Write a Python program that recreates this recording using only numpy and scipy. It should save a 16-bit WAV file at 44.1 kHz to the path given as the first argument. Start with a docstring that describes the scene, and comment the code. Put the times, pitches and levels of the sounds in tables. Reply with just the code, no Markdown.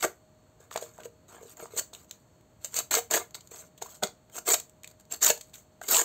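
"""Knife through corrugated cardboard

A knife is pushed through the board in short strokes, heard close by.
Tearing is noise in clumps, one per bundle of fibres; snapping flutes are short ringing cracks.
Cuts, rubs and knocks also drive the short modes of the board, which answers dully.
Behind lie the sparse echoes of a small room, rumble and hiss, and a faint hum of two thin tones."""
import sys
import numpy as np
from scipy import signal
from scipy.io import wavfile
from scipy.ndimage import uniform_filter1d

SR = 44100
rng = np.random.default_rng(int(sys.argv[2]) if len(sys.argv) > 2 else 0)


def invert_db(x):
    """Field ratio 10**(x/20) for x, a level in decibels (scalar or array-like)."""
    u = np.asarray(x, float) / 20
    return 10 ** u


def pcm_store(signal):
    """Save signal as 16-bit PCM."""
    levels = np.round(np.clip(np.atleast_2d(signal), -1, 1) * 32767)
    wavfile.write(sys.argv[1], SR, levels.astype(np.int16).T)


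N = 266364  # length in samples


def evened(x):
    """Scales to an rms of one."""
    return x / np.sqrt(np.mean(x ** 2) + 1e-20)


def read_curve(points, hz):
    """Reads a table over frequency on a log-frequency axis."""
    table_hz, value = np.transpose(points)
    return np.interp(np.log(hz + 1), np.log(table_hz + 1), value)


def coloured(x, points):
    """Causal filter with the given spectrum: the phase follows from the log gain."""
    hz = abs(np.fft.fftfreq(8192, 1 / SR))
    log_gain = np.log(invert_db(read_curve(points, hz)))
    minimum_phase = np.exp(np.conj(signal.hilbert(log_gain)))
    taps = np.fft.ifft(minimum_phase).real[:4096]
    return signal.oaconvolve(x, taps)[:N]


# spectrum of the room air, relative: (pitch_hz, level_db)
AIR_COLOUR = [(50, 3.5), (110, 7), (250, -2.5), (600, -10), (1200, -18), (2200, -27.5), (5000, -34),
              (16000, -37.5)]
AIR_DB = -58.5  # rms level of the air ahead of the overall tone
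# two thin hum tones: (level_db, waver_width_hz)
HUM_TONES = [(-70, 3.4), (-90.5, 20)]
# their pitches: (pitch_hz)
HUM_PITCHES = [623, 4362]


def air():
    """Low rumble and hiss as coloured noise, with two thin tones that waver slightly."""
    t = np.arange(N) / SR
    out = invert_db(AIR_DB) * evened(coloured(rng.standard_normal(N), AIR_COLOUR))
    for pitch_hz, (level_db, width_hz) in zip(HUM_PITCHES, HUM_TONES):
        keep = np.exp(-np.pi * width_hz / SR)
        noise = rng.standard_normal(N) + 1j * rng.standard_normal(N)
        drift = signal.lfilter([1], [1, -keep], noise)
        waver = 1 + 0.15 * drift / abs(drift).std()
        tone = (waver * np.exp(2j * np.pi * pitch_hz * t)).real
        out += invert_db(level_db) * evened(tone)
    return out


# how fast the echoes die by 60 dB: (pitch_hz, t60_s)
ROOM_DECAY = [(200, 0.21), (600, 0.19), (1500, 0.2), (4000, 0.2), (10000, 0.2)]


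def room(x):
    """Sparse echoes of random sign, each band dying at its own speed."""
    taps = np.zeros(SR // 2)
    at = np.arange(120, len(taps) - 20, 20)  # one echo at random in each 20 samples
    taps[at + rng.integers(0, 20, len(at))] = rng.choice([-1., 1.], len(at))
    hz, t, z = signal.stft(taps, SR, nperseg=256)
    decay = invert_db(-60 * t / read_curve(ROOM_DECAY, hz)[:, None])
    tail = signal.istft(z * decay, SR, nperseg=256)[1]
    return signal.fftconvolve(x, tail / np.linalg.norm(tail))[:N]


# ringing modes of the cardboard, levels relative: (pitch_hz, width_hz, level_db)
BOARD_MODES = [(406, 30, 0), (467, 40, 2), (620, 19, 0.5), (709, 110, 7.5), (988, 84, 2), (1185, 130, 2),
               (1378, 200, 2), (1600, 68, -9.5), (2120, 89, -5.5)]


def board(force):
    """Every push on the cardboard rings the same short modes; a thin sheet radiates little bass."""
    t = np.arange(SR // 8) / SR
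    ring = np.zeros(len(t))
    for pitch_hz, width_hz, level_db in BOARD_MODES:
        decay = np.sqrt(width_hz) * np.exp(-np.pi * width_hz * t)
        ring += invert_db(level_db) * decay * np.sin(2 * np.pi * pitch_hz * t)
    thin_sheet = signal.butter(3, 300., "high", fs=SR, output="sos")
    ring = signal.sosfilt(thin_sheet, ring)
    return signal.oaconvolve(force, ring / np.linalg.norm(ring))[:N]


# blows on the board, levels relative: (start_s, level_db, pitch_hz, cycles)
BLOWS = [(.0455, -12.5, 650, 4.2), (.046, -18, 379, 8.1), (.058, -23.5, 624, 3.7), (.603, -43.5, 463, 3.3),
         (0.714, -30, 1220, 6.3), (.759, -15.5, 700, 3.2), (0.776, -20, 970, 2.2), (.824, -25, 540, 5.3),
         (.98, -40, 1400, 3), (.987, -32, 756, 3.3), (1.055, -35, 1300, 1.7), (1.055, -29, 485, 7.5),
         (1.305, -51, 704, 4.4), (1.39, -48, 750, 4.4), (1.412, -42, 446, 8.1), (1.43, -35.5, 484, 5),
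         (1.453, -40.5, 434, 8), (1.602, -35, 1520, 3.8), (1.626, -28, 510, 1.7), (1.632, -34.5, 430, 7.8),
         (1.657, -28.5, 1020, 2.5), (1.708, -43, 1000, 2), (1.736, -34, 440, 6.8), (1.765, -27.5, 450, 2),
         (1.811, -36, 580, 5), (1.932, -33, 740, 1.25), (2.645, -40, 573, 9.8), (2.788, -26.5, 690, 3.5),
         (2.941, -14.5, 1190, 5.2), (3.111, -29, 510, 2), (3.143, -17.5, 625, 2.4), (3.166, -18, 620, 2.1),
         (3.352, -30.5, 1700, 2.4), (3.516, -37.5, 443, 4), (3.822, -23.5, 785, 4.9),
         (3.86, -36, 990, 12.4), (4.032, -20.5, 620, 1.6), (4.039, -25, 217, 4.4), (4.072, -28, 1500, 2),
         (4.381, -32.5, 1370, 11.8), (4.513, -24.5, 430, 7.3), (4.538, -24.5, 656, 2.5),
         (5.303, -10, 600, 3), (5.376, -39, 794, 4.3), (5.814, -32.5, 737, 8.7), (5.816, -28.5, 1530, 12),
         (5.91, -22, 1340, 2.6), (5.946, -24, 730, 7.2), (5.973, -18, 1080, 4.2)]


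def knocks():
    """A push of a few cycles, heard directly and through the ringing board."""
    push = np.zeros(N + 2000)
    for start_s, level_db, pitch_hz, cycles in BLOWS:
        u = np.arange(0, 1, pitch_hz / (np.clip(cycles, 1, 12) * SR))  # 0 to 1 along the push
        early_peak = np.sin(np.pi * u ** 0.3) ** 2
        push[round(start_s * SR):][:len(u)] += invert_db(level_db) * np.sin(2 * np.pi * cycles * u) * early_peak
    return invert_db(-7.0) * push[:N] + invert_db(-23.0) * board(push)


# spectrum of tearing fibres ahead of the overall tone: (pitch_hz, level_db)
FIBRE_COLOUR = [(150, -30), (500, 1), (1500, -3.5), (3000, -5.5), (7000, -1.5), (16000, -1.5)]


def fibre_colour(x):
    """Gives noise the spectrum of tearing cardboard fibres."""
    return coloured(x, FIBRE_COLOUR)


# flutes snapping, blade and scraps ticking; level relative, ring against the crack:
# (start_s, level_db, ring_hz, ring_db, length_ms)
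CRACKS = [(0.0251, -14, 4070, 10, 1.5), (0.0456, -9.5, 1600, 14, 3), (0.602, -51, 1600, 5, 1.7),
          (0.711, -30, 1500, 25, 0.87), (0.726, -38, 2930, 23, 1.7), (0.739, -27, 1500, 5, 1.7),
          (0.7593, -18.5, 1600, 20.5, 2.9), (0.7734, -29, 4300, 22, 2.5), (0.8244, -29, 3590, 13, 2.3),
          (0.979, -38, 1590, 5, 1.9), (1.0027, -37.5, 2630, 13, 2.1), (1.0332, -42, 2290, 26, 2.1),
          (1.0565, -31, 1600, 5, 1.3), (1.569, -32.5, 4150, -11, 1.9), (1.6247, -43, 2210, 2.5, 1),
          (1.7792, -30, 3570, 10, 0.99), (1.7848, -20.5, 4700, -5.5, 2), (1.932, -37.5, 3540, 20.5, 4),
          (1.9485, -31.5, 3470, 21, 1.4), (2.007, -48, 3300, 5, 1.7), (2.0444, -40, 2060, 3, 1.7),
          (2.1102, -19.5, 3700, 10, 1.46), (2.4094, -44, 2100, 2, 1.1), (2.6453, -21.5, 4770, 17, 0.73),
          (2.741, -15.5, 4300, -13, 2.3), (2.768, -17, 4300, 12, 2.1), (2.7874, -12, 4730, 14.5, 1.8),
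          (2.9111, -6.5, 4340, 3, 1.3), (2.9404, -9, 4660, 10.5, 1.2), (2.9507, -2.5, 4100, 6, 2.1),
          (3.1091, -6, 4340, -3, 2.8), (3.1354, -5.5, 2140, 4, 5.1), (3.1446, -5, 2090, 7, 3.7),
          (3.1564, -4, 2190, 5, 0.66), (3.1695, -11, 1880, 7, 0.68), (3.3069, -37, 1590, -1, 2.3),
          (3.3438, -24.5, 4000, 11.5, 3), (3.3509, -30.5, 4500, 17, 2.4), (3.406, -38, 3960, 14, 3.2),
          (3.4725, -33, 4030, 1, 1.7), (3.512, -40, 1650, 8, 1.9), (3.5592, -31.5, 4680, 5, 2.8),
          (3.5795, -39.5, 4260, 5, 2.1), (3.776, -36, 3400, 4, 5), (3.822, -26.5, 4250, 9, 3.6),
          (3.9494, -36, 4540, 6, 2.4), (4.0334, -10, 3900, 14.5, 2.35), (4.071, -33.5, 4060, 24.5, 1.3),
          (4.2972, -39.5, 1720, 15, 1.7), (4.3839, -23, 4130, 2.5, 1.7), (4.4795, -15.5, 3220, -3, 1.7),
          (4.5082, -5, 1530, 8, 1.5), (4.5388, -5.5, 3920, 5, 4.4), (4.5982, -19.5, 3900, 1.5, 2.9),
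          (4.695, -34.5, 3930, -5, 1.5), (4.8336, -25, 2400, 0, 0.97), (4.8427, -29, 2360, 17.5, 2.5),
          (4.8743, -26.5, 3400, 6, 1.7), (4.9004, -38, 4000, 2, 1.7), (4.911, -36.5, 4600, -8, 2.6),
          (4.998, -40, 4360, -3, 1.5), (5.052, -45, 4340, 3, 1.7), (5.111, -35, 4250, 4, 1.7),
          (5.1187, -26.5, 3620, -4, 2.4), (5.218, -22, 1930, 8.5, 1.5), (5.235, -7.5, 4680, 4, 1.7),
          (5.2447, -10, 3780, 5, 1.7), (5.2643, -4.5, 3250, 7, 3), (5.2801, -10, 4290, 3, 2.1),
          (5.2957, -15.5, 3230, 11.5, 3.8), (5.3006, -3, 3230, 9, 1.9), (5.375, -28.5, 4740, 2.5, 2.4),
          (5.4091, -24, 4160, 6.5, 3.1), (5.4949, -47, 4500, 4.5, 1.7), (5.5389, -35.5, 3830, 16, 2.3),
          (5.8127, -32.5, 1630, 19, 3.7), (5.8351, -24, 1610, 1, 1.6), (5.9434, -11, 2890, 16, 2),
          (5.9661, -11, 3620, 16, 2)]


def snaps():
    """Short cracks of noise, each with the brief ring of the flute or blade edge that let go."""
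    t, out = np.arange(1300) / SR, np.zeros(N + 1300)
    grit = rng.standard_normal((len(CRACKS), len(t)))
    for (start_s, level_db, ring_hz, ring_db, length_ms), noise in zip(CRACKS, grit):
        u = 1000 * t / np.clip(length_ms, 0.3, 8)
        shape = (1 - np.exp(-2.5 * u)) ** 2 * np.exp(-u)
        # each crack carries the energy of its envelope, whatever the noise drawn
        crack = shape * noise * np.linalg.norm(shape) / np.linalg.norm(shape * noise)
        ring = signal.lfilter(*signal.iirpeak(ring_hz, 3, SR), crack)
        out[round(start_s * SR):][:len(t)] += invert_db(level_db) * (crack + invert_db(ring_db) * ring)
    return invert_db(-9.5) * fibre_colour(out)


# blade cutting, it swells, holds and stops dead; levels relative:
# (start_s, swell_s, hold_s, tearing_db, drumming_db)
CUT_STROKES = [(0.022, 0.0066, 0.016, -27.5, -28), (1.75, 0.03, 0.017, -26, -41.5),
               (2.644, 0.0037, 0.0046, -35, -56), (2.712, 0.057, 0.036, -28.5, -37.5),
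               (2.907, 0.0038, 0.079, -26, -29.5), (3.1, 0.014, 0.062, -28, -30.5),
               (4.311, 0.042, 0.038, -39.5, -45.5), (4.451, 0.028, 0.045, -23, -33),
               (4.525, 0.011, 0.0095, -19, -28), (5.096, 0.024, 0.028, -38.5, -42.5),
               (5.207, .018, 0.088, -21.5, -33), (5.879, 0.0053, 0.043, -28.5, -34.5),
               (5.896, 0.028, 0.077, -22.5, -36)]
# blade and fingers rubbing the board, fading out; levels relative:
# (start_s, hold_s, fade_s, tearing_db, drumming_db)
RUB_STROKES = [(.0, 0.031, 0.012, -39.5, -46), (0.594, 0.036, 0.087, -65, -62.5),
               (0.704, 0.077, 0.026, -51, -48.5), (0.803, 0.01, 0.11, -42.5, -44),
               (0.931, 0.11, .03, -62, -59), (1.037, 0.011, .02, -49, -43.5),
               (1.276, 0.062, 0.022, -55, -53), (1.341, 0.073, .02, -62, -56), (1.42, 0.11, .015, -57, -62),
               (1.56, 0.064, 0.092, -48.5, -49), (1.698, 0.041, 0.014, -55.5, -51.5),
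               (1.786, 0.014, 0.048, -57.5, -66), (1.926, 0.0051, 0.22, -51.5, -60),
               (2.102, .01, 0.3, -68.5, -69), (2.601, 0.028, .01, -50.5, -70),
               (2.634, 0.0079, 0.1, -46, -59), (3.167, 0.022, 0.059, -40, -42),
               (3.339, 0.0044, 0.044, -44.5, -48.5), (3.376, 0.11, .02, -66, -75),
               (3.504, .11, 0.074, -51.5, -56), (3.81, 0.0057, 0.015, -38, -39),
               (3.837, 0.11, 0.062, -52, -61), (4.019, 0.015, 0.017, -38, -27),
               (4.04, .015, 0.038, -65, -52.5), (4.56, 0.016, 0.036, -63, -55),
               (4.828, .08, 0.038, -69.5, -69), (4.989, 0.011, 0.018, -57, -77),
               (5.148, 0.0063, 0.027, -51.5, -57), (5.408, 0.007, 0.27, -58, -75),
               (5.526, 0.019, 0.08, -46.5, -65), (5.818, 0.14, 0.0093, -44.5, -51.5),
               (5.999, 0.013, 0.036, -32, -39)]
SWELL_DB, STOP_S = 29, 0.012  # range of a cut's swell and stop, time of the stop
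FADE_DB, TOUCH_S = 26.5, 0.0098  # range of a rub's touch and fade, time of the touch
WAVER_DB, WAVER_S = 3.0, 0.02  # the hand presses unevenly: rms swing, smoothing window


def stroke_gain(start_s, lengths_s, range_db, levels_db):
    """Pressure rises, holds and falls in straight decibel lines, silent outside the stroke."""
    t = np.arange(N) / SR
    corners_s = np.cumsum([0, *lengths_s])
    shape_db = np.interp(t - start_s, corners_s, [-range_db, 0, 0, -range_db], -200, -200)
    return invert_db(shape_db + np.array(levels_db)[:, None])


def pressure():
    """Levels of tearing and drumming over time: cuts and rubs each follow one shape; light rubs waver."""
    cuts, rubs = np.zeros((2, N)), np.zeros((2, N))
    for start_s, swell_s, hold_s, *levels_db in CUT_STROKES:
        cuts += stroke_gain(start_s, (swell_s, hold_s, STOP_S), SWELL_DB, levels_db)
    for start_s, hold_s, fade_s, *levels_db in RUB_STROKES:
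        rubs += stroke_gain(start_s, (TOUCH_S, hold_s, fade_s), FADE_DB, levels_db)
    waver = rng.standard_normal((2, N))
    for _ in range(2):
        waver = uniform_filter1d(waver, round(WAVER_S * SR), axis=1)
    return cuts + rubs * invert_db(WAVER_DB * evened(waver))


def clumps(per_s, spread_db, length_ms, smooth):
    """Noise in bursts: each bundle of fibres lets go at once and dies fast, over an even scrape."""
    size = invert_db(spread_db * np.minimum(rng.exponential(1, N), 2.5))
    releases = size * (rng.random(N) < per_s / SR)
    bursts = signal.lfilter([1], [1, -np.exp(-1000 / (length_ms * SR))], releases)
    return evened((smooth + evened(bursts)) * rng.standard_normal(N))


PATCH_DB = 4.0  # rms swing of the colour as flutes pass under the blade


def patchy(x):
    """Narrow resonances come and go as the blade crosses flutes."""
    z = signal.stft(x, nperseg=512, noverlap=384)[2]
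    field = uniform_filter1d(rng.standard_normal(z.shape), size=3, axis=0)  # over frequency
    field = uniform_filter1d(field, size=10, axis=1)  # over time
    varied = z * invert_db(PATCH_DB * evened(field))
    return evened(signal.istft(varied, nperseg=512, noverlap=384)[1][:N])


def strokes():
    """The blade tears fibres, each bundle with a colour of its own, and shakes the board."""
    torn = 1.82 * clumps(per_s=450, spread_db=2.9, length_ms=0.62, smooth=1.0)
    for hz in np.geomspace(700, 13000, num=10):
        band = signal.butter(1, [hz / 1.2, hz * 1.2], "band", fs=SR, output="sos")
        torn += 1.2 * signal.sosfilt(band, clumps(per_s=70, spread_db=5, length_ms=2.5, smooth=0.3))
    tearing, drumming = pressure()
    rasp = fibre_colour(tearing * patchy(torn))
    slips = clumps(per_s=350, spread_db=4, length_ms=1.2, smooth=0.55)
    return invert_db(-4.0) * rasp + invert_db(-3.0) * board(drumming * patchy(slips))


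def scene():
    """Knife and board close by, their echo, and the room air."""
    near = strokes() + snaps() + knocks()
    return (near + invert_db(-10.5) * room(near) + air())[None]


# overall tone: weak bass, strong treble with steps, a steep drop above 15.7 kHz: (pitch_hz, level_db)
OVERALL_TONE = [(35, -21), (55, -5), (2500, 3.5), (4650, 7), (4850, -2), (6000, 4), (6250, 12.5),
                (7500, 14), (8400, 10.5), (8600, -1.5), (11400, -15.5), (11700, 4.5), (15700, 3),
                (15850, -29.5), (16900, -52.5)]


def overall_tone(x):
    """Colours the whole sound: weak bass, strong stepped treble, almost nothing at the very top."""
    return coloured(x, OVERALL_TONE)


def band_limit(x):
    """A steep low-pass at the top of the band."""
    return signal.sosfilt(signal.butter(12, 16970, fs=SR, output="sos"), x)


def record(dry):
    """Gives the scene its overall tone and finishes the mix."""
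    mix = overall_tone(dry[0])[None]
    return band_limit(mix)


dry = scene()
out = record(dry)
pcm_store(out)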